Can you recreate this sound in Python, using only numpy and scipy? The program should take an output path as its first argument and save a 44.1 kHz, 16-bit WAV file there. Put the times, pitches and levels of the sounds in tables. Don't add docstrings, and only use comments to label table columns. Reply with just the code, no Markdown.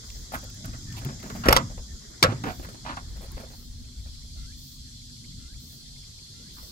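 import sys
import numpy as np
from scipy import signal
from scipy.fft import rfft, irfft, next_fast_len
from scipy.io import wavfile
from scipy.ndimage import uniform_filter1d

SR = 44100
rng = np.random.default_rng(int(sys.argv[2]) if len(sys.argv) > 2 else 0)


def wrap_up_sound(samples):
    columns = np.atleast_2d(samples).T
    tamed = np.clip(columns, -1, 1)
    steps = np.round(tamed * 32767).astype(np.int16)
    wavfile.write(sys.argv[1], SR, steps)


N = 295915
CREST_DB = 6


def blow(s, db, clank_hz, clank_db, knock_hz, knock_db, crack_hz, crack_db,
         top_db, thud_db, pan_db, held, t60):
    # pitch in Hz, gain in dB, nominal t60 in seconds.
    modes = [(534, -2, 0.2), (1126, -0.5, 0.019), (1296, 3, 0.23), (1685, -13.5, 0.084), (2105, -30.5, 0.1),
             (2742, -15.5, 0.032), (4620, -13, 0.078), (4280, -26, 0.077), (4820, -9, 0.14),
             (5365, -0.5, 0.075), (6078, -24, 0.088), (7365, -4.5, 0.096), (7650, -25.5, 0.07),
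             (9160, -11.5, 0.016)]
    t = np.arange(int(.3 * SR)) / SR
    fade = gain_of(-60 * np.maximum(t - held, 0) / t60)
    shape = (fade + 0.79 * gain_of(-60 * t / 0.00803)) * np.minimum(t / .0003, 1)
    rattle = evened(grit(len(t), 0.27, 5.8)) * shape
    fizz = rng.standard_normal((2, len(t))) * shape
    ring = sum(gain_of(mode_db) * resonate(rattle, hz, 5.0 / mode_t60 + 0.0056 * hz)
               for hz, mode_db, mode_t60 in modes)
    crack = evened(band(rattle + .5 * fizz, 2700, 6900))
    crack += 4.3 * evened(band(resonate(rattle, crack_hz, 900), 1890, 7000))
    layers = [(-6, band(ring, 300, 9500)),
              (clank_db, resonate(rattle * fade ** 2.0, clank_hz, 220)),
              (knock_db, resonate(rattle * fade ** 0.27, knock_hz, 310)),
              (crack_db, crack),
              (top_db, band((rattle + 1.1 * fizz) * fade ** 0.66, 10000, 13500)),
              (thud_db, band(rattle[[0, 0]], 163, 540))]
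    hit = sum(gain_of(db + layer_db - CREST_DB) * x / np.sqrt((x[:, :300] ** 2).mean())
              for layer_db, x in layers)
    return s, pan(pan_db) * hit


def boom(s, hz, db):
    t = np.arange(int(.4 * SR)) / SR
    t60 = 0.26 * (112 / hz) ** 0.95
    shape = (1 - np.exp(-t / 0.004)) * gain_of(db - 60 * t / t60)
    return s, shape * np.sin(2 * np.pi * (hz * (t - 0.18 * t ** 2) + rng.random()))


def knock(s, db, hz, tap_db, thump_db, scratch_db, fizz_db, pan_db, rub):
    tap_hz, thump_hz, rise_s = 1340, 230.2, 0.0018
    t = np.arange(int(.2 * SR)) / SR
    slips, fine = evened(grit(len(t), .15, 3.4)), evened(grit(len(t), 0.33, 3.2))
    layers = [(0, band(resonate(slips, hz, 0.42 * hz), 120, 4200)),
              (tap_db, band(resonate(slips, tap_hz, 650), 780, 1800)),
              (thump_db, resonate(resonate(slips[[0, 0]], thump_hz, 330), thump_hz, 150)),
              (scratch_db, band(band(fine, 2000, 5200), 2000, 5200)),
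              (fizz_db, band(fine, 7900, 16000))]
    t60 = 0.0407 + 4 * abs(rub)
    shape = np.minimum(t / rise_s, 1) * gain_of(-60 * np.maximum(t - rub, 0) / t60)
    scrape = sum(gain_of(db + layer_db - CREST_DB) * evened(x) for layer_db, x in layers)
    return s, pan(pan_db) * shape * scrape


def tick(s, db, low_db, pan_db):
    t = np.arange(int(0.033 * SR)) / SR
    snap = grit(len(t), 0.94, 1.1)
    crackle = evened(band(snap, 9000, 22000)) + gain_of(low_db) * evened(band(snap, 1900, 7500))
    return s, pan(pan_db) * gain_of(db - CREST_DB - 60 * t / 0.022) * crackle


def squeak(s, length, hz, db):
    tone = resonate(rng.standard_normal((2, int(length * SR))), hz, 36)
    return s, gain_of(db) * evened(tone) * signal.windows.tukey(tone.shape[1], .5)


def cab_echo(dry):
    t = np.arange(int(.3 * SR)) / SR
    taps = band(grit(len(t), .05, 0) * gain_of(-60 * t / 0.19) * (t > .004), 150, 1900)
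    return gain_of(-20.0) * signal.oaconvolve(dry, taps / np.linalg.norm(taps[0]), axes=1)[:, :N]


def truck():
    # start in seconds, level in dB, clank in
    # Hz and dB, knock in Hz and dB, crack in Hz and dB, top crack in dB, thud in dB, left over right
    # in dB, rattle hold in seconds, t60 in seconds.
    blows = [(1.485, -7.5, 1840, -5.5, 540, -1.5, 5400, -37, -16, -1, -3, 0.0031, 0.035),
             (1.526, -8, 2100, -13.5, 1230, -0.5, 3040, -12.5, -8, -29.5, 4, 0.0036, 0.045),
             (1.564, -6.5, 1990, -9, 1060, -6.5, 2946, -11.5, -17.5, -20.5, 1.5, 0.0053, 0.057),
             (2.227, -5.5, 2220, -4, 1180, -15, 3660, -3, -14, -11.5, 4.5, 0.0017, 0.054),
             (2.237, -18.5, 1670, -0.5, 530, -6.5, 4410, -40, -16, -9, -12.5, 0.0035, 0.046)]
    # frequency in Hz, left over right in dB.
    balance = [(60, 0.5), (110, -4), (200, 1.5), (380, 9), (700, 6), (1290, -7.5), (2380, -10),
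               (4400, -4.5), (8120, -4.5), (15000, 5)]
    # start in seconds, level in dB, body pitch in Hz, then tap, thump,
    # scratch and fizz in dB against the body, left over right in dB, rubbing time in seconds.
    knocks = [(0.031, -54, 470, 6.5, -1, -14, -18, 3, 0.015),
              (0.146, -54, 474, -9, -1, -14, -18, -3, 0.014),
              (0.318, -34.5, 619, -9, -11, -20, -16, 3, 0.013),
              (0.332, -28.5, 690, -17, -12, -34, -12, -1, 0.013),
              (0.345, -29, 880, 0, -1.5, -16, -8, -2.5, 0.0097),
              (0.423, -43, 447, -12, 4.5, -16, -13, 1.5, 0.02),
              (0.643, -42.5, 570, 0.5, 2, -12, -18, -5.5, 0.014),
              (0.677, -47.5, 568, -3, 9, -14, -18, -2, 0.018), (0.731, -42, 468, 1, 4, -8, -16, -3, 0.013),
              (0.934, -49.5, 1010, -7, -5, -5, -8, 0.0, 0.019),
              (0.964, -43, 790, -18, 0, 1.5, -1, -4, 0.023),
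              (1.01, -42.5, 517, -6, -2, -16, -14, -7, 0.021),
              (1.052, -38, 678, -6, 8.5, -14, -18, 5, 0.012),
              (1.086, -34, 463, -12, 5.5, -14, -28, 1.5, 0.012),
              (1.118, -49, 511, -16, 2, -3, -18, -3, 0.014),
              (1.228, -39.5, 506, -0.5, 9, -12, -10, -0.5, 0.013),
              (1.249, -38, 547, -15, 0, -17, -15, -1.0, 0.017),
              (1.301, -36.5, 440, 3.5, -8, -9, -18, -3, 0.0063),
              (1.35, -34.5, 560, -21, 0, -13, -12, -1.5, 0.011),
              (1.436, -29.5, 1070, 2, -9, -8, -27, -2.5, 0.021),
              (1.456, -19.5, 450, -4.5, 0, -26, -18, 2.0, 0.017),
              (1.493, -20.5, 466, -13, -1.5, -16, -24, 4, 0.01),
              (1.503, -15, 720, -12, -15.5, -23, -20, -2, 0.016),
              (1.538, -26.5, 694, -7, 1.5, -2, -14, 2, 0.024),
              (1.587, -30.5, 610, -18, 1, -18, -28, -6, 0.011),
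              (1.697, -42, 500, -17, -3.5, -23, -27, -3, 0.016),
              (1.775, -38, 498, -26, -9, -29, -29, -4.5, 0.0086),
              (2.236, -14, 493, -0.5, -7.5, -12, -32, 3, 0.013),
              (2.263, -33, 570, -21, -14, -24, -33, -3, 0.018),
              (2.288, -30, 850, -18, -5, -19, -32, -5, 0.021),
              (2.317, -33.5, 438, -7, 6, -9.5, -32, -8, 0.011),
              (2.358, -49, 441, -7, 4, -12, -18, -4, 0.014),
              (2.436, -26, 830, -6, 1.5, -26, -32, -3.0, 0.011),
              (2.453, -27, 435, -9, -6.5, -22, -31, 2, 0.017),
              (2.468, -28, 785, -10, -4.5, -21, -30, -8, 0.018),
              (2.493, -28.5, 640, -11, -1, -14, -27, -3.5, 0.013),
              (2.593, -47.5, 560, -19, 6, -9, -8, -18, 0.0057),
              (2.626, -42, 536, -8, -13, -4, -6, -2.5, 0.012),
              (2.646, -41.5, 1050, 1.5, 0, -7, -4, -0.5, 0.0079),
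              (2.686, -44, 437, -5, 0, -17, -6, 0, 0.014),
              (2.742, -47, 674, -16, 4.5, -14, -15, -9, 0.0094),
              (2.849, -33, 846, -20, -23, -14, -29, 0, 0.011),
              (2.861, -31, 900, -22, -11, -12, -36, -6.5, 0.024),
              (2.888, -28.5, 900, -14, -7.5, -12, -37, -1.5, 0.021),
              (2.921, -37, 1040, -5, 1, -12, -33, 3, 0.01),
              (2.969, -27.5, 850, -5, -9, -18, -34, -1, 0.0059),
              (3.159, -46.5, 501, -12, -3, -16, -10, 3, 0.019),
              (3.206, -43, 500, -25, -8, -21, -12, -5, 0.014),
              (3.227, -41, 482, -18, -8, -20, -6, -1, 0.016),
              (3.368, -36, 474, -18, -2, -14, -17, -1.5, 0.013),
              (3.397, -37.5, 450, -18, 0, -16, -11, 0, 0.014),
              (3.433, -39, 500, -29, -8, -21, -16, -3.0, 0.012),
              (3.458, -54, 541, -6, -5, -14, -18, 3, 0.014), (3.5, -48, 441, -16, -2, -16, -14, -5, 0.017),
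              (3.533, -51, 775, -15, -7.5, -18, -17, -6, 0.009),
              (4.057, -53, 514, -12, 4.5, -10, -17, -6, 0.014),
              (4.242, -56, 447, -11, 2, -14, -20, 0.5, 0.011),
              (4.357, -58, 627, -3, 2, -10, -19, -6.5, 0.01),
              (5.727, -56, 435, -7, -4, -16, -21, -1.5, 0.0084),
              (6.567, -52.5, 1040, -0.5, -2, -16.5, -18, 1.5, 0.027),
              (6.624, -50, 503, -14, -2, -14, -18, 0, 0.012)]
    # start in seconds, pitch in Hz, level in dB.
    booms = [(.65, 112, -30), (.75, 122, -32.5), (1.051, 139, -23), (1.458, 111, -30), (1.49, 109, -18),
             (1.525, 127.5, -19.5), (1.631, 121.8, -28), (2.224, 330, -16.5), (2.235, 98.2, -20),
             (2.236, 176.5, -19), (2.238, 519, -14.5), (2.278, 115.2, -18), (2.285, 250.4, -22),
             (2.336, 135.3, -25.5), (2.415, 121, -28), (2.455, 281.2, -24.5)]
    # start in seconds, level in dB, lower band against upper in dB,
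    # left over right in dB.
    ticks = [(0.1015, -42.5, 9.5, -5), (0.3242, -33, -11, -10), (0.3427, -30.5, -4, -18),
             (0.386, -35, -4, -11), (0.4155, -40, -5, -12), (0.4404, -35, -15, -10), (0.4994, -38, -3, -8),
             (0.5447, -39, -12, -9), (0.5694, -47, -9, -7), (0.6455, -40, 1, -15), (0.6556, -30, -22, -12),
             (0.7861, -46, -5, -12), (0.8265, -49, 1, 1), (0.9038, -46, 4, -3), (0.925, -35, 3, -3),
             (1.0485, -25, -3.5, 2), (1.0894, -53, 3, -2.5), (1.2002, -39, 0, -6), (1.2287, -36, 3, 1.0),
             (1.2997, -48.5, 18, -3), (1.4566, -32.5, 10, -2), (2.438, -44.5, 14.5, -5),
             (2.6449, -47, 2, -1.5), (2.689, -38, 4, -1.5), (2.7294, -39, -4, -3.5), (2.9673, -45.5, 11, 8),
             (3.1694, -39, -6, -4), (3.2166, -37, -11, -5), (3.2594, -41, -10, -5),
             (3.3174, -32, -25, -1.0), (3.3742, -47, -2, -0.5), (3.4194, -52, -1, 0.0),
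             (6.628, -39, -11, 1)]
    # start in seconds, length in seconds, pitch in Hz, level in dB.
    squeaks = [(0.44, 0.075, 1400, -59), (0.858, 0.11, 1800, -56), (1.319, 0.083, 1740, -61),
               (1.87, 0.07, 1800, -61)]
    mix = np.zeros((2, N))
    for row in blows:
        add(mix, *blow(*row))
    mix = filtered(mix, lambda hz: pan(read(balance, hz)))
    for source, rows in (knock, knocks), (boom, booms), (tick, ticks), (squeak, squeaks):
        for row in rows:
            add(mix, *source(*row))
    left, right = mix + cab_echo(mix)
    lag_s, corner_hz = 0.0004647, 1020.0
    late = filtered(right, lambda hz: np.exp(-2j * np.pi * lag_s * hz ** 3 / (hz ** 2 + corner_hz ** 2)))
    return np.array([left, late])


def rumble():
    # time in seconds, wind in dB, door panel in dB, grip in dB.
    levels = [(0.0, -45, -52, -59.5), (0.88, -44.5, -40.5, -46.5), (1.25, -47, -46, -47),
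              (1.61, -41, -38, -42), (1.74, -41, -50, -48), (1.98, -47, -57, -57.5),
              (2.24, -54, -58, -56.5), (2.39, -45, -42, -43), (2.75, -48.5, -51.5, -54),
              (3.16, -40, -48, -52.5), (3.44, -45.5, -51.5, -59), (4.39, -41.5, -52, -57.5),
              (4.91, -52.5, -51.5, -58), (5.38, -48, -50, -53), (5.66, -51.5, -52.5, -59),
              (6.09, -51.5, -56, -62.5), (6.39, -55.5, -54.5, -57), (6.71, -50, -57, -59.5)]
    # frequency in Hz, spectral level in dB.
    wind_colour = [(15, -11), (28, 0), (45, 6.5), (70, 3.5), (100, -10.5), (160, -50.5)]
    # frequency in Hz, spectral level in dB.
    grip_colour = [(100, -26), (170, 1.5), (240, -0.5), (290, -8), (360, -19), (600, -53)]
    # centre in seconds, level in dB.
    bumps = [(.37, -41), (.69, -42), (1.5, -23), (1.55, -26), (1.94, -38), (2.26, -35), (2.5, -42),
             (2.6, -41.5), (3.1, -43), (3.31, -43), (3.36, -36), (3.999, -39), (5.55, -39.5), (6.629, -44)]
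    panel_hz, jolt_s, gust_db = 112, 0.022, 2.5
    s, wind_db, panel_db, grip_db = np.transpose(levels)
    t = np.arange(N) / SR
    wind = noise(lambda hz, _: read(wind_colour, hz)[:, None], 0.91, 0.31, size=4096)
    grip = noise(lambda hz, _: read(grip_colour, hz)[:, None], 0.91, 2.3, size=2048)
    shake = noise(lambda hz, _: read(grip_colour, hz * 2)[:, None], 1.0, 1.8, size=2048)
    panel = evened(resonate(shake, panel_hz + 5.5 * wander(3), 40))
    gusts = gain_of(np.interp(t, s, wind_db) + gust_db * wander(14))
    jolts = sum(gain_of(db) * np.exp(-((t - at) / jolt_s) ** 2) for at, db in bumps)
    mix = (gusts + jolts) * wind + gain_of(np.interp(t, s, panel_db)) * panel
    mix += gain_of(np.interp(t, s, grip_db) + 1.3 * wander(8)) * grip
    return pan(.8) * mix


def chorus():
    # time in seconds, level in dB, share heard past the open door (0-1).
    levels = [(0.0, -47, 0.2), (1.3, -49, 0.05), (2.3, -49.5, 0.25), (2.75, -48, 0.44), (3.81, -50, 0.5),
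              (4.17, -47.5, 0.51), (5.21, -47, 0.5), (5.5, -47.5, 0.5), (6.71, -45.5, 0.6)]
    # frequency in Hz, spectral level in dB.
    shut_colour = [(1530, -48.5), (2600, -23.5), (2960, -25.5), (3070, -10.5), (3240, -4), (3820, -6),
                   (4150, -3.5), (4410, -6.5), (4900, 2.5), (5290, -0.5), (7260, 0.5), (8570, -14.5),
                   (9670, -16.5), (11900, -17), (15800, -38)]
    # frequency in Hz, spectral level in dB.
    open_colour = [(1530, -36.5), (2600, -18), (3000, -11.5), (3090, -12), (3410, -5), (3820, -10),
                   (4250, 1.5), (4870, -7.5), (6390, -15), (6890, -19), (7430, -14), (8640, -18),
                   (11200, -19.5), (12200, -26), (15800, -39)]
    s, db, share = np.transpose(levels)

    def colour(hz, t):
        turned = np.clip(np.interp(t, s, share), 0, 1)
        return np.outer(read(shut_colour, hz), 1 - turned) + np.outer(read(open_colour, hz), turned)
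    t = np.arange(N) / SR
    song = narrow_band(rng.standard_normal((2, N)), hz=4246, width=110)
    song *= gain_of(-14 + 1.5 * wander(3.8)) * (2 * np.interp(t, s, share)) ** 2
    return gain_of(np.interp(t, s, db)) * (noise(colour, 0, 1.6, size=1024) + song)


def tymbal_note():
    # time in seconds, tymbal pulse rate in Hz.
    glide = [(0, 345), (.09, 343), (.13, 405), (.15, 425), (.163, 600), (.178, 615)]
    # multiple of the pulse rate, level in dB.
    harmonics = [(4, 4), (5, -9), (6, 1.5), (7, -4), (8, 0)]
    t = np.arange(0, glide[-1][0], 1 / SR)
    turns = np.cumsum(np.interp(t, *np.transpose(glide))) / SR
    note, swell_db = 0, 5 * t / t[-1]
    for k, db in harmonics:
        flutter = evened(uniform_filter1d(rng.standard_normal((2, len(t))), size=280))
        drop_db = 53 * (k > 4) * (t > .1)
        partial = np.sin(2 * np.pi * k * turns + 0.91 * flutter[::-1])
        note += gain_of(db + swell_db - drop_db + 3.4 * flutter) * partial
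    return evened(note) * signal.windows.tukey(len(t), .08)


def cicada_phrases():
    # start of the held note in seconds, note level in dB, base pip level in dB.
    phrases = [(3.3, -84, -70), (4.365, -63.5, -61), (5.385, -65.5, -62), (6.33, -67.5, -63)]
    pip_s, pip_gap_s = 0.031, .076
    mix = np.zeros((2, N))
    t = np.arange(int(pip_s * SR)) / SR
    shape = np.sin(np.pi * t / t[-1]) ** 2
    for s, note_db, pip_db in phrases:
        add(mix, s, gain_of(note_db) * tymbal_note())
        for k in range(1, 8):
            hz = rng.uniform(1870, 2230)
            size_db = rng.normal(0, 4.1, (2, 1)) - 1.1 * k
            pip = evened(resonate(rng.standard_normal((2, len(t))), hz * (1 + 6.2 * t), 130))
            add(mix, s - pip_gap_s * k, gain_of(pip_db + size_db) * shape * pip)
    return mix


def cicada_rasps():
    # start in seconds, level before the swell in dB.
    rasps = [(.03, -62), (1.25, -60), (2.419, -58.5), (3.471, -61.5), (4.555, -58), (5.58, -58.5),
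             (6.52, -56.5)]
    # frequency in Hz, spectral level in dB.
    colour = [(8000, -27), (9200, -7.5), (12000, -5), (13000, -4), (14500, 1.5), (15800, -3.5)]
    rise_s, peak_s, fall_s = 0.025, .13, .17
    mix = np.zeros((2, N))
    t, hz = np.arange(SR // 2) / SR, np.fft.rfftfreq(SR // 2, 1 / SR)
    swell_db = np.where(t < peak_s, 4 * t / peak_s, 4 - 32.5 * ((t - peak_s) / fall_s) ** 2)
    for s, db in rasps:
        clicks = grit(len(t), .2, 0.78)
        rasp = evened(irfft(rfft(clicks) * gain_of(read(colour, hz)), len(t)))
        add(mix, s, gain_of(db + swell_db) * np.minimum(t / rise_s, 1) * rasp)
    return mix


def hums():
    # centre in Hz, width in Hz.
    bands = [(240, 25), (142, 30)]
    # time in seconds, upper hum in dB, lower hum in dB.
    levels = [(0, -66, -63), (3.3, -63, -57), (3.7, -58, -59), (4.6, -58, -56.5), (5.6, -60, -54.5),
              (6.1, -68, -57), (6.71, -66, -65.5)]
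    s, *curves = np.transpose(levels)
    air = rng.standard_normal((2, 3, N))
    air = air[:, :1] + 0.69 * air[:, 1:]
    return sum(gain_of(np.interp(np.arange(N) / SR, s, db)) * narrow_band(x, hz, width)
               for (hz, width), db, x in zip(bands, curves, air))


def handling_hush():
    # frequency in Hz, spectral level in dB.
    colour = [(210, -35), (350, 3), (470, -6), (850, -12.5), (1160, -12), (2050, -8.5), (2610, -23.5),
              (2800, -18), (3640, -37.5), (6160, -120)]
    # time in seconds, level in dB.
    levels = [(0.0, -60.5), (1.05, -57.5), (1.38, -48), (1.85, -61.5), (2.3, -53), (3.12, -59.5),
              (3.4, -55.5), (3.68, -65.5), (4.67, -70.5), (6.32, -65.5), (6.71, -60)]
    hush = noise(lambda hz, _: read(colour, hz)[:, None], 0.11, 3.7, size=1024)
    return gain_of(np.interp(np.arange(N) / SR, *np.transpose(levels))) * hush


def gain_of(db):
    return 10 ** (np.asarray(db) / 20)


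def pan(db):
    return gain_of([[db / 2], [-db / 2]]).reshape(2, -1)


def evened(x):
    return x / np.sqrt(np.mean(x ** 2) + 1e-20)


def read(points, hz):
    f, value = np.transpose(points)
    return np.interp(np.log(hz + 1), np.log(f + 1), value)


def add(mix, s, sound):
    start = round(s * SR)
    sound = sound[..., max(-start, 0):]
    part = mix[..., max(start, 0):][..., :sound.shape[-1]]
    part += sound[..., :part.shape[-1]]


def band(x, lo_hz, hi_hz):
    sos = signal.butter(2, [lo_hz, min(hi_hz, .49 * SR)], "bandpass", fs=SR, output="sos")
    return signal.sosfilt(sos, x)


def filtered(x, response):
    size = next_fast_len(N)
    return irfft(rfft(x, size) * response(np.fft.rfftfreq(size, 1 / SR)), size)[..., :N]


def resonate(x, hz, width):
    turn = np.exp(2j * np.pi * np.cumsum(hz * np.ones(x.shape[-1])) / SR)
    pole = np.exp(-np.pi * width / SR)
    return 2 * (turn * signal.lfilter([1 - pole], [1, -pole], x / turn)).real


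def narrow_band(x, hz, width):
    return evened(resonate(resonate(x, hz, width), hz, width))


def noise(spectrum_db, correlation, patchy_db, size):
    hop = size // 4
    frames, hz = N // hop + 5, np.fft.rfftfreq(size, 1 / SR)
    a, b, c, d, patches = rng.standard_normal((frames, len(hz), 5)).T
    patches = evened(uniform_filter1d(uniform_filter1d(patches, size=8, axis=0), size=8, axis=1))
    left = a + 1j * b
    right = correlation * left + np.sqrt(1 - correlation ** 2) * (c + 1j * d)
    gain = gain_of(spectrum_db(hz, np.arange(frames) * hop / SR) + patchy_db * patches)
    return evened(signal.istft(gain * np.array([left, right]), nperseg=size, noverlap=size - hop)[1][:, :N])


def grit(count, density, spread_db):
    clicks = gain_of(spread_db * np.minimum(rng.exponential(1, (3, count)), 4))
    clicks *= rng.standard_normal((3, count))
    clicks *= rng.random((3, count)) < density
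    return clicks[0] + .5 * clicks[1:]


def wander(top_hz):
    t = np.arange(0, N + 256, 256) / SR
    rates = np.geomspace(top_hz / 8, top_hz, num=24)
    drift = sum(np.sin(2 * np.pi * (hz * t + rng.random())) / np.sqrt(hz) for hz in rates)
    return np.interp(np.arange(N) / SR, t, evened(drift))


def scene():
    return truck() + rumble() + hums() + handling_hush() + chorus() + cicada_phrases() + cicada_rasps()


def record(dry):
    edge_hz = 15830
    lowpass = signal.firwin(1023, edge_hz, window=("kaiser", 9), fs=SR)
    return signal.oaconvolve(np.clip(dry, -1, 1), lowpass[None], "same")


dry = scene()
out = record(dry)
wrap_up_sound(out)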